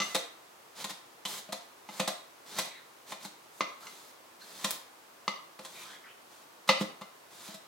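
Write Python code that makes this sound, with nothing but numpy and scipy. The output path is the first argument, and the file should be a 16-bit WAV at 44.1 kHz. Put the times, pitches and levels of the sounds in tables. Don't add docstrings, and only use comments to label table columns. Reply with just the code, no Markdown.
import sys
import numpy as np
from scipy import signal
from scipy.fft import rfft, irfft, next_fast_len
from scipy.io import wavfile
from scipy.ndimage import uniform_filter1d

SR = 44100
rng = np.random.default_rng(int(sys.argv[2]) if len(sys.argv) > 2 else 0)


def wrap_up_sound(samples):
    columns = np.atleast_2d(samples).T
    tamed = np.clip(columns, -1, 1)
    steps = np.round(tamed * 32767).astype(np.int16)
    wavfile.write(sys.argv[1], SR, steps)


N = 338247
RING = np.arange(SR // 2) / SR

# centre in Hz, t60 in s, echo level in dB, likeness of left and right (0-1).
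KITCHEN_BANDS = [(150, 0.37, -20, 0.9), (466, 0.34, -0.5, 0.18), (1160, 0.5, -3, 0), (2800, 0.41, -1, 0),
                 (6740, 0.33, -1, 0.27), (15100, 0.24, -4, 0.2)]


def undb(db):
    return 10 ** (np.asarray(db) / 20)


def unit(x):
    return x / np.sqrt(np.mean(x ** 2))


def blow(x):
    return x / np.sqrt(np.sum(x ** 2) / (SR / 100))


def add(track, start_s, x):
    start = max(int(start_s * SR), 0)
    track[start:start + len(x)] += x[:max(N - start, 0)]


def decay(t, t60_s):
    return np.exp(-np.log(1000) * t / t60_s)


def over_hz(hz, values, size):
    bins_hz = np.fft.rfftfreq(size, 1 / SR)
    return np.interp(np.log(bins_hz + 1), np.log(hz), values)


def colour(x, points, size=2048):
    cepstrum = irfft(np.log(undb(over_hz(*np.transpose(points), size))))
    response = irfft(np.exp(rfft(2 * cepstrum[:size // 2], size)))
    return signal.fftconvolve(x, response)[:len(x)]


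def cushion(x, cutoff_hz):
    return signal.sosfilt(signal.butter(1, min(cutoff_hz, SR / 3), fs=SR, output="sos"), x)


def grains(size, spread_db):
    size_db = spread_db * np.minimum(rng.exponential(size=size), 5)
    return unit(rng.standard_normal(size) * undb(size_db))


def ring(modes, place_hz, favour_db):
    hz, db, t60_s = np.transpose(modes)[:, :, None]
    scatter_db, shift, turn = rng.standard_normal((3, len(hz), 1))
    db = db + favour_db * np.exp(-(np.log(hz / place_hz) / .1) ** 2) + scatter_db
    waves = np.sin(2 * np.pi * hz * (1 + .005 * shift) * RING) * np.sign(turn)
    return blow(np.sum(undb(db) * waves * decay(RING, t60_s), axis=0))


def crack(t60_s):
    # frequency in Hz, relative density in dB per Hz.
    crack_spectrum = [(150, -33.5), (500, -6.5), (1200, 5), (1650, -4.5), (2600, 1.5), (4200, 4.5),
                      (6400, -2), (8000, -9.5), (16000, -80)]
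    return blow(colour(rng.standard_normal(len(RING)) * decay(RING, t60_s), crack_spectrum))


def slide(start_s, end_s, rise_s, fall_s):
    length_s = end_s - start_s
    t = np.arange(int((length_s + 5 * fall_s) * SR)) / SR
    rise = 1 - np.exp(-t / rise_s)
    fall = np.exp(-np.maximum(t - length_s, 0) / fall_s)
    return np.minimum(t / length_s, 1), rise * fall


def stereo_noise(size):
    hz, _, _, likeness = np.transpose(KITCHEN_BANDS)
    alike = np.clip(over_hz(hz, likeness, size), 0, 1)
    mid, side = rfft(rng.standard_normal((2, size)))
    polarity = np.array([[1], [-1]])
    return (mid * np.sqrt(1 + alike) + side * np.sqrt(1 - alike) * polarity) / np.sqrt(2)


def room_noise():
    # frequency in Hz, relative density in dB per Hz.
    air_spectrum = [(25, -7), (60, 1), (125, -6), (200, -11), (330, -3), (700, -2.5), (1100, -1.5),
                    (1700, -7.5), (2700, -10.5), (7000, -16), (16000, -20)]
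    level_db = -55
    size = next_fast_len(N) * 2
    air = irfft(stereo_noise(size) * undb(over_hz(*np.transpose(air_spectrum), size)))[:, :N]
    return unit(air) * undb(level_db)


def kitchen(x, size=32768):
    t = np.arange(size) / SR
    field = stereo_noise(size)
    response = 0
    centres_hz = np.transpose(KITCHEN_BANDS)[0]
    for band, (_, t60_s, db, _) in zip(np.eye(len(KITCHEN_BANDS)), KITCHEN_BANDS):
        tail = decay(t, t60_s) * (1 - np.exp(-t / 0.0004))
        noise = irfft(field * over_hz(centres_hz, band, size))
        response = response + noise * undb(db) * tail / np.sqrt(np.sum(tail ** 2))
    spectrum = rfft(response)
    power = np.mean(abs(spectrum) ** 2, axis=0)
    even = np.sqrt(uniform_filter1d(power, size=300) / uniform_filter1d(power, size=13))
    echoes = irfft(spectrum * even) * (t < .55)
    return signal.fftconvolve(x[None], echoes, axes=1)[:, :N]


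def near_walls(x, size=512):
    t = np.arange(size) / SR
    treble = undb(over_hz([1000, 3000, 9000], [-25, -8, 0], size))
    paths = irfft(rfft(rng.standard_normal(size)) * treble)
    paths = paths * t * np.exp(-t / 0.00053)
    spread = signal.fftconvolve(x, paths / np.sqrt(np.sum(paths ** 2)))[:N]
    return undb(-7.0) * spread * np.array([[1], [-1]])


def pressure(start_s, end_s, from_db, to_db):
    depth, envelope = slide(start_s, end_s, rise_s=.01, fall_s=.01)
    force = np.zeros(N)
    add(force, start_s, envelope * undb(from_db + (to_db - from_db) * depth))
    return force


def swishes():
    # frequency in Hz, relative density in dB per Hz.
    shear_spectrum = [(90, -6), (200, 1), (380, -4), (620, -0.5), (1000, 1), (1600, -2.5), (2900, -4.5),
                      (3700, 1), (4900, -2.5), (6500, -6), (10000, -11.5), (16000, -17.5)]
    # start in s, end in s, nominal shear level at the bottom in dB.
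    plunges = [(0.747, 0.825, -40.5), (0.876, 0.9, -38.5), (1.874, 2, -44.5), (2.452, 2.587, -41.5),
               (2.563, 2.596, -36), (3.058, 3.117, -44.5), (3.192, 3.249, -46), (3.507, 3.61, -59),
               (4.39, 4.658, -46), (5.596, 5.837, -49), (6.673, 6.68, -29.5), (6.781, 6.821, -38),
               (7.297, 7.481, -47.5)]
    # start in s, end in s, nominal shear level at the start in dB,
    # powder hiss relative to shear in dB.
    sweeps = [(0, 0.162, -42.5, -10), (1.268, 1.396, -39.5, -3), (2.598, 2.69, -43.5, -20),
              (3.799, 4.11, -52.5, -4), (4.67, 4.759, -43, -4), (5.846, 5.96, -49.5, -12),
              (6.294, 6.43, -57.5, -6), (7.491, 7.543, -46, -19)]
    packing_db, loosening_db = 11.5, 6
    powder_base_db, powder_db_per_shear_db = -39.5, 0.27
    powder_spectrum = [(3000, -16), (7000, 4.5), (11000, 1), (16000, -2)]  # Hz, dB

    shear = unit(colour(grains(N, spread_db=3.5), shear_spectrum))
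    powder = unit(colour(grains(N, spread_db=1.0), powder_spectrum))
    out = np.zeros(N)
    for start_s, end_s, db in plunges:
        hiss_db = powder_base_db + powder_db_per_shear_db * db
        flour = undb(db) * shear + undb(hiss_db) * powder
        out += pressure(start_s, end_s, -packing_db, 0) * flour
    for start_s, end_s, db, powder_db in sweeps:
        flour = shear + undb(powder_db) * powder
        out += pressure(start_s, end_s, db, db - loosening_db) * flour
    lumps = unit(uniform_filter1d(rng.standard_normal(N), size=300))
    return out * undb(0.62 * lumps - 2.0)


def narrow_noise(hz, width_hz):
    noise = rng.standard_normal(len(hz)) + 1j * rng.standard_normal(len(hz))
    slow = cushion(cushion(noise, width_hz), width_hz)
    return unit(np.real(slow * np.exp(2j * np.pi * np.cumsum(hz) / SR)))


def drags():
    # start in s, end in s, level in dB, first resonance in Hz at start, at end, second resonance in Hz.
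    wall_drags = [(1.251, 1.257, -34.5, 3120, 3200, 3970), (1.997, 2, -37, 3610, 3550, 4100),
                  (2.696, 2.802, -55.5, 2366, 1800, 3870), (3.825, 3.877, -55, 1172, 1100, 1247),
                  (4.409, 4.434, -54.5, 4240, 4200, 1574), (5.75, 5.839, -53.5, 2330, 2460, 3760),
                  (5.816, 5.966, -55, 1086, 1880, 3310), (6.035, 6.077, -54, 1956, 1400, 1893),
                  (6.067, 6.115, -58.5, 2200, 2750, 2960)]
    out = np.zeros(N)
    for start_s, end_s, db, from_hz, to_hz, second_hz in wall_drags:
        way, envelope = slide(start_s, end_s, rise_s=0.0022, fall_s=.01)
        gliding = narrow_noise(from_hz + (to_hz - from_hz) * way, width_hz=330)
        steady = narrow_noise(np.full(len(way), second_hz), width_hz=240)
        add(out, start_s, undb(db) * envelope * unit(gliding + undb(-3.0) * steady))
    return out


def ticks():
    # start in s, level in dB.
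    blade_ticks = [(2.657, -50), (4.7075, -33.5), (4.7125, -35.5)]
    t60_s, low_cut_hz = .009, 2000
    out = np.zeros(N)
    for start_s, db in blade_ticks:
        snap = rng.standard_normal(len(RING)) * decay(RING, t60_s)
        add(out, start_s, undb(db) * blow(snap - cushion(snap, low_cut_hz)))
    return out


def clacks():
    # start in s, level in dB, contact bandwidth in Hz, blade note favoured by the place in Hz, #
    wall_clacks = [(.001, -28, 6000, 1370, 2.1), (.018, -29.5, 7000, 1350, 2.6),
                   (1.252, -41, 8000, 3760, 0.35), (1.889, -46, 600, 1200, 0.77),
                   (3.607, -27, 1710, 1130, .85), (3.869, -45, 4000, 2350, 1),
                   (5.279, -26.5, 2900, 1150, 0.77), (6.69, -21.5, 2600, 1100, 0.74),
                   (7.019, -43, 700, 1240, 1.6)]
    # frequency in Hz, relative level in dB, t60 in s at ring length 1.
    cutter_modes = [(1129, -2.5, 0.039), (1175, 5.5, 0.028), (1337, -6, 0.08), (2049, -2, 0.14),
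                    (2125, -1.5, 0.027), (2684, -4, 0.04), (2860, -0.5, 0.073), (3200, -16, 0.036),
                    (3630, -3, 0.06), (3900, -6, 0.04), (3720, -18, 0.071), (4245, 1.5, 0.023),
                    (4770, -18, 0.1), (5020, -17, .06), (5630, -1, 0.031), (6190, 1, 0.057),
                    (7470, -9.5, 0.062)]
    out = np.zeros(N)
    for start_s, db, contact_hz, place_hz, ring_length in wall_clacks:
        modes = np.array(cutter_modes) * [1, 1, ring_length]
        steel = ring(modes, place_hz, favour_db=4) + undb(-5) * crack(t60_s=.045)
        add(out, start_s, undb(db) * blow(cushion(steel, contact_hz)))
    return out


def thump(note_hz):
    # multiple of the thump note, relative level in dB, t60 in s.
    counter_modes = [(.85, -11, 0.15), (1, 6.5, 0.07), (1.17, 14.5, 0.024), (1.45, -3.5, 0.061)]
    ratio, db, t60_s = np.transpose(counter_modes)[:, :, None]
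    swing = undb(db) * np.sin(2 * np.pi * note_hz * ratio * RING) * decay(RING, t60_s)
    return blow(swing.sum(axis=0) * (1 - np.exp(-RING / 0.012)))


def chops():
    # start in s, crunch level in dB, bowl ring level in dB,
    # counter thump level in dB, wall note favoured by the place in Hz.
    bottom_chops = [(.001, -43.5, -38, -40, 1150), (.146, -26.5, -27.5, -40.5, 482),
                    (.841, -35, -40.5, -45, 1080), (.902, -40.5, -53, -50, 1070),
                    (1.251, -37, -43.5, -47.5, 1030), (1.488, -60, -44.5, -49.5, 640),
                    (1.522, -35, -35.5, -46, 720), (1.889, -60, -46.5, -50.5, 890),
                    (1.996, -32, -28, -32.5, 473), (2.075, -30, -31.5, -40.5, 703),
                    (2.584, -28.5, -33, -43, 1160), (3.119, -42.5, -38.5, -51.5, 1134),
                    (3.248, -42, -46.5, -46, 860), (3.606, -51, -31.5, -42.5, 1170),
                    (4.642, -28, -30, -36.5, 983), (5.279, -46, -42, -43, 1210),
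                    (5.589, -49, -45.5, -51.5, 470), (5.647, -43, -49.5, -69, 1010),
                    (6.690, -31.5, -18.5, -29.5, 490), (6.808, -43.5, -33, -27, 552),
                    (7.011, -52.5, -45.5, -47.5, 1170), (7.484, -51, -52.5, -46.5, 630),
                    (7.541, -46, -49.5, -51, 626)]
    # frequency in Hz, relative level in dB, t60 in s.
    bowl_modes = [(276, -9.5, 0.19), (333, -5.5, .07), (490.7, -12, 0.14), (527.7, -1, 0.12),
                  (582.4, 0.5, 0.081), (642.6, -2, 0.16), (704, -2.5, 0.066), (840, 11, 0.032),
                  (1046, 2, 0.084), (1155, 2.5, 0.021), (1590, -26, .04), (1823, 3.5, 0.057),
                  (1972, 5, 0.049), (1932, -25, 0.075), (2440, 0, 0.14), (2584, 13, 0.024),
                  (2788, 2.5, 0.089), (3270, -22, 0.027), (3450, -1, 0.038), (4020, -21, 0.081),
                  (4490, -4.5, 0.26), (4950, -22, 0.042)]
    # frequency in Hz, relative density in dB per Hz.
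    crunch_spectrum = [(150, -23), (500, -5), (900, 1.5), (1500, -2.5), (2300, -1), (3000, -5.5),
                       (3700, 5.5), (5000, -3.5), (8000, -4.5), (12000, -10), (16000, -18)]
    equal_crush_s, crush_doubles_db, longest_crush_s = 0.00894, 20, .0115
    contact_per_note, firm_db, contact_doubles_db = 1.44, -33, 7.5
    mean_thump_hz, thump_scatter = 203.2, 0.026

    out = np.zeros(N)
    for start_s, crunch_db, bowl_db, thump_db, place_hz in bottom_chops:
        crush_s = equal_crush_s * 2 ** ((crunch_db - bowl_db) / crush_doubles_db)
        crush_s = min(crush_s, longest_crush_s)
        contact_hz = contact_per_note * place_hz * 2 ** ((bowl_db - firm_db) / contact_doubles_db)
        thump_hz = mean_thump_hz * (1 + thump_scatter * rng.standard_normal())
        load = 1 - np.exp(-RING / (crush_s ** 2 / .035))
        crush = load * (np.exp(-(RING / crush_s) ** 3) + undb(20) * np.exp(-RING / 0.0097))
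        crunch = colour(grains(len(RING), spread_db=4.0) * crush, crunch_spectrum)
        add(out, start_s, undb(crunch_db) * blow(crunch))
        wall = ring(bowl_modes, place_hz, favour_db=13.5) + undb(0.5) * crack(t60_s=0.096)
        add(out, start_s + 0.1531 * crush_s, undb(bowl_db) * blow(load * cushion(wall, contact_hz)))
        add(out, start_s + 0.23 * crush_s, undb(thump_db) * thump(thump_hz))
    return out


def scene():
    bowl = chops() + clacks() + ticks() + swishes() + drags()
    size, lag_s = next_fast_len(N) * 2, 1.3e-5
    delay = np.exp(-2j * np.pi * np.fft.rfftfreq(size, 1 / SR) * lag_s)
    right = irfft(rfft(bowl, size) * delay)[:N]
    direct = np.array([bowl, right * undb(0.47)])
    return direct + kitchen(bowl) + near_walls(bowl) + room_noise()


def record(dry):
    low_cut_hz, top_hz = 159, 16000
    thin = signal.sosfilt(signal.butter(3, low_cut_hz, "highpass", fs=SR, output="sos"), dry)
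    return signal.sosfilt(signal.ellip(10, .2, 70, top_hz, fs=SR, output="sos"), thin)


dry = scene()
out = record(dry)
wrap_up_sound(out)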